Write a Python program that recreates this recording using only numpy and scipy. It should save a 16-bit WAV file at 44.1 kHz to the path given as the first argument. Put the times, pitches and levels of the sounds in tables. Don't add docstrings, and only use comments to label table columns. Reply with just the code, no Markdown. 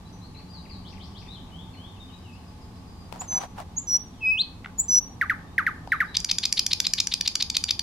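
import sys
import numpy as np
from scipy import signal
from scipy.fft import rfft, irfft, next_fast_len
from scipy.io import wavfile
from scipy.ndimage import uniform_filter1d

SR = 44100
rng = np.random.default_rng(int(sys.argv[2]) if len(sys.argv) > 2 else 0)


def store_wav(level_fs):
    pcm = np.round(np.clip(np.atleast_2d(level_fs), -1, 1) * 32767)
    wavfile.write(sys.argv[1], SR, pcm.T.astype(np.int16))


def volts(x):
    e = np.asarray(x, float) / 20
    return 10 ** e


N = 344862
LEFT_RIGHT = np.array([[.5], [-.5]])


def at_hz(points, hz, column=1):
    rows = np.array(points)
    return np.interp(np.log(hz), np.log(rows[:, 0]), rows[:, column])


def rms_one(x):
    return x / np.sqrt(np.mean(x ** 2) + 1e-20)


def drift(rate_per_s):
    steps = int(N / SR * rate_per_s) + 3
    knots = np.interp(np.arange(N) * rate_per_s / SR, np.arange(steps), rng.standard_normal(steps))
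    return rms_one(uniform_filter1d(knots, int(SR / rate_per_s / 2)))


def shape(x, gain):
    size = next_fast_len(N + SR)
    hz = np.maximum(np.arange(size // 2 + 1) * SR / size, 1)
    return irfft(rfft(x, size) * gain(hz), size)[..., :N]


def butter(x, order, hz, kind="low"):
    return signal.sosfilt(signal.butter(order, hz, kind, fs=SR, output="sos"), x)


def ring(x, hz, width_hz):
    r = np.exp(-np.pi * width_hz / SR)
    poles = [1, -2 * r * np.cos(2 * np.pi * hz / SR), r * r]
    return signal.lfilter(np.array([1, 0, -1]) * (1 - r * r) / 2, poles, x)


def ring_twice(x, hz, width_hz, second_width_hz):
    return ring(ring(x, hz, width_hz), hz, second_width_hz)


def add(out, start_s, sound):
    i = round(start_s * SR)
    out[..., i:i + sound.shape[-1]] += sound[..., :N - i]


def partial(pitch_hz, k):
    return np.sin(k * 2 * np.pi * np.cumsum(pitch_hz) / SR) * (k * pitch_hz < .4 * SR)


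def wide_noise(spectrum):
    # hz, correlation
    likeness = [(60, 0.88), (130, 0.96), (290, 0.93), (640, 0.52), (1410, 0.26), (3100, -0.13),
                (6820, -0.065), (15000, -0.17)]
    mid, side = rng.standard_normal((2, N))

    def colour(hz, sign):
        alike = np.clip(at_hz(likeness, hz), -1, 1)
        return volts(at_hz(spectrum, hz)) * np.sqrt(1 + sign * alike)

    mid = shape(mid, lambda hz: colour(hz, 1))
    side = shape(side, lambda hz: colour(hz, -1))
    return rms_one(np.array([mid + side, mid - side]))


def background():
    # time_s, level_db
    traffic = [(0.0, -50), (0.43, -48.5), (0.94, -47), (1.72, -47.5), (2.46, -51), (3.05, -47), (3.94, -50),
               (4.55, -50), (5.62, -45), (6.32, -49.5), (6.45, -50.5), (7.34, -53), (7.6, -50), (7.82, -51)]
    # hz, db per Hz
    rumble_colour = [(12, -32), (20, -7), (86, -1.5), (109, -0.5), (133, -13), (172, -2), (221, -10.5),
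                     (255, -6), (312, -14.5), (347, -15), (586, -23), (872, -16), (955, -21.5),
                     (1140, -18.5), (1500, -37.5), (1950, -61), (3300, -120)]
    # hz, db per Hz
    air_colour = [(880, -37.5), (1500, 0), (2070, -2.5), (4370, -3), (5020, -5.5), (5550, -6.5),
                  (11700, -15), (15100, -20.5), (16300, -36)]
    # pitch_hz, level_db, wander_share
    engines = [(82.2, -52, 0.0986), (183.7, -51.5, 0.071), (263, -82, 0.073), (873, -63, 0.012)]
    # pitch_hz, level_db, wander_share
    whine = (11500, -92, .002)
    time_s, level_db = np.transpose(traffic)
    swell_db = np.interp(np.arange(N) / SR, time_s, level_db - level_db.mean())
    hum = np.zeros(N)
    for hz, db, share in engines + [whine]:
        level = volts(db + 1.5 * drift(2.39))
        hum += level * partial(hz * (1 + share * drift(14)), 0.99)
    rumble = volts(-44.5) * wide_noise(rumble_colour)
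    air = volts(-58.5 + .7 * drift(.4)) * wide_noise(air_colour)
    return volts(0.48 * swell_db) * (rumble + hum) + air


def scatter(x, wet_db, stretch, onset_s):
    # hz, level_db, t60_s
    foliage = [(980, -7.5, 0.63), (1980, -3, 0.36), (4500, -1.5, 0.32), (7000, -3, 0.29),
               (10300, -3.5, 0.38), (14000, -22, 0.17)]
    # delay_s, smear_s, top_hz, level_db
    trunks = [
        (.0125, .003, 2500, -10),
        (.022, .006, 5000, -21),
        (.04, .016, 2500, -14),
    ]
    late_db, late_stretch = -16.5, 2.26
    sway_per_s, sway_radians = 3.5, 1.6
    t = np.arange(SR // 2) / SR
    white = rng.standard_normal((2, 2, SR // 2))
    tail = np.zeros((2, 2, SR // 2))
    edges_hz = 700 * 2 ** np.arange(0, 4.6, .5)
    for low_hz, high_hz in zip(edges_hz, edges_hz[1:]):
        hz = np.sqrt(low_hz * high_hz)
        t60_s = stretch * at_hz(foliage, hz, column=2)
        decay = volts(-60 * t / t60_s) + volts(late_db - 60 * t / t60_s / late_stretch)
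        decay = decay * np.minimum(t / onset_s, 1) * np.sqrt(14 / t60_s / SR)
        tail += butter(white, 2, [low_hz, high_hz], "band") * volts(at_hz(foliage, hz)) * decay
    for delay_s, smear_s, top_hz, db in trunks:
        echo = white[..., ::-1] * np.exp(-((t - delay_s) / smear_s) ** 2 * 4)
        tail += volts(db) * butter(echo / np.sqrt(smear_s * SR / 2), 2, top_hz)
    sway = sway_radians * drift(sway_per_s)
    shares = x * np.array([np.cos(sway), np.sin(sway)])
    return volts(wet_db) * signal.fftconvolve(shares[:, None], tail, axes=2).sum(axis=0)[:, :N]


def far_birds():
    # start_s, length_s, start_hz, end_hz, level_db
    single_notes = [(0.053, .035, 3940, 4040, -57.5), (0.073, .025, 4290, 5950, -65),
                    (0.122, 0.053, 6050, 5956, -63.5), (.485, 0.054, 4730, 4860, -57),
                    (1.277, 0.067, 3500, 4210, -49.5), (1.73, 0.033, 4370, 4150, -57.5),
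                    (1.962, .02, 3200, 2450, -58), (1.997, 0.037, 3770, 3530, -52.5),
                    (2.05, 0.14, 2550, 2510, -72), (2.086, .035, 3230, 2720, -59),
                    (2.119, 0.055, 3796, 3920, -56.5), (2.722, 0.051, 4080, 4080, -74),
                    (2.851, .22, 4914, 4784, -67), (2.385, 0.02, 4280, 4300, -68),
                    (3.962, 0.049, 2950, 3710, -68), (4.185, .04, 2980, 3340, -65),
                    (5.456, 0.087, 3640, 3760, -70.5)]
    # length_s, start_hz, middle_hz, end_hz
    hook = (.045, 4050, 4120, 4740)
    fall = (.081, 5050, 4200, 3800)
    sweep = (.055, 2850, 3900, 5720)
    crest = (.045, 5600, 5800, 5720)
    slur = (.13, 2900, 3255, 3780)
    dip = (.053, 4080, 3430, 2900)
    drop = (.019, 2920, 2330, 1740)
    pip = (.026, 5280, 4950, 4700)
    swoop = (.029, 5220, 4780, 3700)
    arch = (.075, 3660, 4000, 3500)
    bowl = (.165, 3250, 2560, 3150)
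    # start_s, level_db
    hooks = [(0.213, -55.5), (0.344, -52)]
    falls = [(0.523, -53), (0.689, -52.5)]
    slurs = [(1.508, -54.5), (1.763, -55)]
    sweeps = [(.844, -52.5), (0.994, -52), (1.144, -52)]
    dips = [(1.328, -52), (3.898, -79), (4.119, -67.5)]
    drop_pairs = [(.345, -58), (.651, -55.5), (0.924, -54.5), (1.215, -56)]
    drops = [(1.49, -62), (1.738, -56)]
    pips = [(2.03, -70), (2.175, -67), (2.32, -64), (2.465, -64), (2.61, -62), (2.757, -65)]
    swoops = [(5.868, -64.5), (6.041, -63)]
    bowls = [(2.228, -59)]

    def after(plays, gap_s, db):
        return [(s + gap_s, level_db + db) for s, level_db in plays]

    song = [(hook, hooks), (bowl, bowls), (fall, falls), (slur, slurs), (dip, dips), (pip, pips),
            (sweep, sweeps), (crest, after(sweeps, sweep[0], -10)),
            (swoop, swoops), (arch, after(swoops, swoop[0], 7.5)),
            (drop, drops + drop_pairs + after(drop_pairs, .046, 0))]
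    notes = [(s, *syllable, db) for syllable, plays in song for s, db in plays]
    notes += [(s, length_s, a, (a + b) / 2, b, db) for s, length_s, a, b, db in single_notes]
    out = np.zeros(N)
    for s, length_s, start_hz, middle_hz, end_hz, db in notes:
        u = np.linspace(0, 1, round(length_s * SR))
        pitch_hz = np.polyval(np.polyfit([0, .5, 1], [start_hz, middle_hz, end_hz], 2), u)
        add(out, s, partial(pitch_hz, 1) * signal.windows.tukey(len(u), .3) * volts(db - 4 * u))
    leafy = butter(out, 2, 2800, "high")
    wet = scatter(leafy, wet_db=15.0, stretch=1.58, onset_s=0.004)
    return (volts(2.0) * out + wet) * volts(np.array([[3.5], [-2.5]]))


def handling():
    # start_s, peak_s, end_s, peak_db, brightness_db
    strokes = [
        (3.112, 3.145, 3.22, -49.5, -18.5),
        (3.207, 3.21, 3.29, -48.5, -14.5),
        (3.29, 3.436, 3.47, -41.5, -16.5),
        (3.556, 3.595, 3.64, -42, -41),
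    ]
    # peak_s, peak_db, brightness_db, left_right_db
    ticks = [(3.125, -38, -10, 32.5), (3.144, -51, -14, -1), (3.16, -33, -22, 2), (3.218, -28, -16.5, -4.5),
             (3.325, -35, -10, 13), (3.415, -41.5, -22, 21), (3.434, -39.5, -16, 12), (3.584, -32, -37, -1),
             (3.601, -30.5, -26, 14), (3.615, -38.5, -16, -6.5), (3.948, -37, -42, -7),
             (3.975, -38, -40, -2), (5.874, -30.5, -45.5, 2.5)]
    # hz, width_hz, level_db
    housing = [(755, 198, 9), (926, 53, 5.5), (1500, 1100, -47)]
    dull, bright, crisp = np.zeros((3, 2, N))
    grains = rng.standard_normal((2, N)) * volts(0.91 * np.minimum(rng.exponential(1, N), 4))
    grains = grains * (rng.random(N) < .11)
    grains = rms_one(grains + 0.16 * grains[::-1])
    for *s, db, shine_db in strokes:
        t = np.arange(s[0], s[-1], 1 / SR)
        piece = grains[:, round(s[0] * SR):][:, :len(t)]
        piece = piece * volts(db) * np.interp(t, s, [0, 1, 0]) ** 0.77
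        dulling_db = -12 * np.linspace(-.5, .5, len(t))
        add(dull, s[0], piece * volts(13.5))
        add(bright, s[0], piece * volts(shine_db + 10 + dulling_db))
    i = np.arange(200)
    snaps = rng.standard_normal((len(ticks), 2, 200)) * np.exp(-i / 70) * np.minimum(i / 25, 1)
    for (s, db, shine_db, pan_db), snap in zip(ticks, snaps):
        snap = (snap + snap[::-1] * 0.12) * volts(db + pan_db * LEFT_RIGHT)
        add(dull, s, snap * volts(11.5))
        add(crisp, s, snap * volts(shine_db + 7))
    body = sum(volts(db) * ring(dull, hz, width_hz) for hz, width_hz, db in housing)
    fabric = volts(4 * LEFT_RIGHT) * butter(bright, 2, 6500)
    return body + fabric + ring(crisp, 2000, 2200) + volts(-30.5) * crisp


def held(start_s, length_s, hz, db, swell_db):
    sharp_hz, edge_db = hz * 1.032, -14
    attack_s, release_s = .012, .018
    return [(start_s, sharp_hz, db - swell_db + edge_db),
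            (start_s + attack_s, sharp_hz, db - swell_db),
            (start_s + .4 * length_s, hz, db - .45 * swell_db),
            (start_s + length_s - release_s, hz, db),
            (start_s + length_s, hz * 1.025, db + edge_db)]


def whistles():
    # start_s, length_s, settled_hz, peak_db, swell_db
    high_whistles = [
        (3.275, 0.12, 6035, -23.5, 14.5),
        (3.868, 0.11, 5840, -17.5, 13),
        (4.88, 0.12, 5916, -15, 8.5),
    ]
    # time_s, pitch_hz, level_db
    low_whistle = [(4.205, 2706, -52), (4.232, 2586, -29.5), (4.265, 2547, -19.5), (4.3, 2564, -19),
                   (4.328, 2593, -23), (4.37, 2590, -29.5), (4.404, 4000, -21), (4.416, 4235, -16.5),
                   (4.428, 5010, -47)]
    # peak_s, pitch_hz, peak_db, second_partial_db, stretch
    chips = [
        (3.208, 7000, -30.5, -23, 0.92),
        (3.782, 6710, -22, -35.5, 1),
        (4.8, 7110, -17.5, -18.5, 1.05),
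    ]
    # time from peak_s, pitch_ratio, level_db
    chip_shape = [
        (-.022, 1.0, -41.5),
        (-.014, 0.983, -14.5),
        (0, 1.0, 1.5),
        (.01, 1.1, -9),
        (.019, 1.11, -15.5),
        (.029, 1.07, -36),
    ]
    # multiple, level_db under the whistle
    overtones = [(3, -43), (4, -55.5), (5, -38), (6, -55)]
    # time_s, width_s, share of pitch
    hitches = [
        (3.323, 0.032, 0.0148),
        (4.939, 0.007, .017),
    ]
    beak_top_hz = 13400
    out, tremor = np.zeros(N), drift(45)
    notes = [(held(*row), -31) for row in high_whistles] + [(low_whistle, -31)]
    for peak_s, hz, db, second_db, stretch in chips:
        notes.append((np.array(chip_shape) * [stretch, hz, 1] + [peak_s, 0, db], second_db))
    for rows, second_db in notes:
        s, *columns = np.transpose(rows)
        t = np.arange(s[0], s[-1], 1 / SR)
        pitch_hz, level_db = [uniform_filter1d(np.interp(t, s, c), size=200) for c in columns]
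        shake = tremor[round(s[0] * SR):][:len(t)]
        waver = sum(share * np.exp(-((t - at_s) / width_s) ** 2) for at_s, width_s, share in hitches)
        pitch_hz = pitch_hz * (1 + .002 * shake + waver)
        note = partial(pitch_hz, 0.99) + volts(second_db) * partial(pitch_hz, 2)
        for k, db in overtones:
            note += volts(db) * partial(pitch_hz, k) / (1 + (k * pitch_hz / beak_top_hz) ** 30)
        level = np.sqrt(2) * volts(level_db + .5 * shake)
        add(out, s[0], level * note * signal.windows.tukey(len(t), .06))
    return out


def pulses(events, body, from_hz, to_hz, start, rise, width_hz, rasp, lead):
    slap_uneven_db = 1.5
    body_spread = .07
    out, chance = np.zeros(N), rng.standard_normal((len(events), 2, 1600))
    puff = np.exp(-np.arange(60) / 18)
    for (peak_s, db, throat_hz, ms), (luck, air) in zip(events, chance):
        t = np.arange(0, ms / 1000, 1 / SR)
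        turns = np.cumsum(from_hz * (to_hz / from_hz) ** (t / t[-1])) / SR
        at = np.interp(np.arange(int(turns[-1]) + 1), turns, np.arange(len(t)))
        force = np.interp(at / len(t), [0, rise, 1], [start, 1, .45])
        force = force * volts(slap_uneven_db * np.sqrt(rasp) * luck[:len(at)])
        slaps = force @ np.sinc(np.arange(len(t) + 400) - 8 - at[:, None])
        slaps = slaps + rasp * np.convolve(slaps, puff)[:len(slaps)] * air[:len(slaps)] / 2
        modes = [(throat_hz * (1 + body_spread / 2 * air[-1]), width_hz, 0)]
        for k, (hz, w, d) in enumerate(body):
            modes.append((hz * (1 + body_spread * luck[-1 - k]), w, d))
        burst = sum(volts(d) * (-1) ** k * ring_twice(slaps, hz, w, w * 2)
                    for k, (hz, w, d) in enumerate(modes))
        add(out, peak_s - lead * ms / 1000, volts(db) * burst / np.abs(burst).max())
    return out


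def chucks():
    # start_s, peak_db
    pairs = [
        (5.2126, -13.5),
        (5.2975, -13.5),
        (5.5806, -12),
        (5.666, -13.5),
        (5.9196, -12),
        (6.0041, -12.5),
    ]
    lengths_s = [.037, .034]
    # multiple, level_db
    partials = [(1, 0.5), (2, -28), (3, -34.5), (4, -46), (5, -41)]
    # hz, width_hz, level_db
    beak_shine = (11700, 2300, -29)
    start_hz, floor_hz = 2114, 1024
    hold_db_per_s = 250
    out, shine = np.zeros((2, N))
    for (s, db), length_s in zip(pairs, lengths_s * 3):
        t = np.arange(0, length_s, 1 / SR)
        pitch_hz = floor_hz + (start_hz - floor_hz) * np.exp(-t / 0.016) + 350 * np.exp(-t / 0.0007)
        envelope = volts(db + 0.67 - 576 * t + 0.8 * np.exp(-t / 0.012))
        envelope = envelope * np.minimum(t / 0.0015, 1) * np.minimum((length_s - t) / 0.0018, 1)
        note = sum(volts(d + (k > 1) * hold_db_per_s * t) * partial(pitch_hz, k) for k, d in partials)
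        high = sum(partial(pitch_hz, k) for k in range(5, 12))
        add(out, s - .0006, envelope * note)
        add(shine, s - .0006, envelope * volts(-250 * t) * high)
    hz, width_hz, db = beak_shine
    return out + volts(db) * ring_twice(shine, hz, width_hz, width_hz)


def rattle():
    # peak_s, peak_db, throat_hz
    clicks = [(6.201, -19.5, 5750), (6.2455, -11, 5000), (6.3842, -7.5, 4900), (6.5256, -7, 5170),
              (6.6638, -6.5, 5150), (6.8015, -4.5, 5130), (6.9357, -5.5, 5000), (7.0705, -9.5, 5100),
              (7.2094, -7.5, 4700), (7.354, -7, 5050), (7.4999, -9, 4840), (7.639, -8, 4870),
              (7.7932, -8.5, 4540)]
    # click_s, click_db, buzz_db
    hard_clicks = [(6.168, -4, -17), (6.3129, -5, -14.5), (6.4536, -3.5, -13.5), (6.593, -4.5, -13.5),
                   (6.7315, -2, -15), (6.8674, -3.5, -14), (7.002, -2.5, -14.5), (7.138, -4, -17),
                   (7.2764, -5.5, -16.5), (7.4237, -5.5, -13.5), (7.5672, -3, -15), (7.7072, -3.5, -16.5)]
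    # peak_s, peak_db, throat_hz, length_ms
    tucks = [
        (4.645, -29.5, 1850, 6.5),
        (4.6595, -23, 1420, 2.2),
    ]
    # hz, width_hz, level_db
    click_body = [(1700, 380, -17), (3130, 1280, -13.5), (6430, 1570, -16), (12000, 630, -17.5)]
    hard_body = [(2250, 2740, -17.5), (3320, 1000, -39), (7000, 2550, -20.5), (10930, 16000, -23.5)]
    buzz_body = [(2160, 2500, -14.5), (5200, 1600, -46), (10100, 3000, -36)]
    lone = [(*row, 4.2) for row in clicks]
    hard = [(s, db, 4730, 4.7) for s, db, _ in hard_clicks]
    buzzes = [(s - .0112, db, 4110, 15) for s, _, db in hard_clicks]
    song = pulses(lone, click_body, from_hz=1200, to_hz=1133, start=.5, rise=0.47,
                  width_hz=1640, rasp=.45, lead=0.09)
    song += pulses(hard, hard_body, from_hz=1300, to_hz=1187, start=.5, rise=0.46,
                   width_hz=1530, rasp=.45, lead=.12)
    song += pulses(buzzes, buzz_body, from_hz=680, to_hz=1287, start=.2, rise=0.72,
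                   width_hz=1070, rasp=.09, lead=.9)
    song += pulses(tucks, [(3300, 1200, -24)], from_hz=750, to_hz=604, start=.5, rise=0.3,
                   width_hz=670, rasp=.09, lead=0.065)
    return 1.1 * np.tanh(song / 1.1)


def singer():
    # hz, left_right_db
    balance = [(1500, 0), (2600, -1), (4200, 2.5), (5900, -0.7), (7200, 1), (12000, 0.8)]
    song = butter(rattle() + chucks(), 6, 13600)
    pure = whistles()

    def capsules(hz):
        delay = np.exp(-2j * np.pi * hz * LEFT_RIGHT / SR)
        return volts(LEFT_RIGHT * at_hz(balance, hz)) * delay

    wet = scatter(song + volts(0.5) * pure, wet_db=-3.5, stretch=0.83, onset_s=0.0013)
    return shape(song + pure, capsules) + wet


def scene():
    return background() + far_birds() + handling() + singer()


def roll_off(x):
    return signal.sosfilt(signal.butter(12, 16480, fs=SR, output="sos"), x)


def record(dry):
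    return roll_off(dry)


dry = scene()
out = record(dry)
store_wav(out)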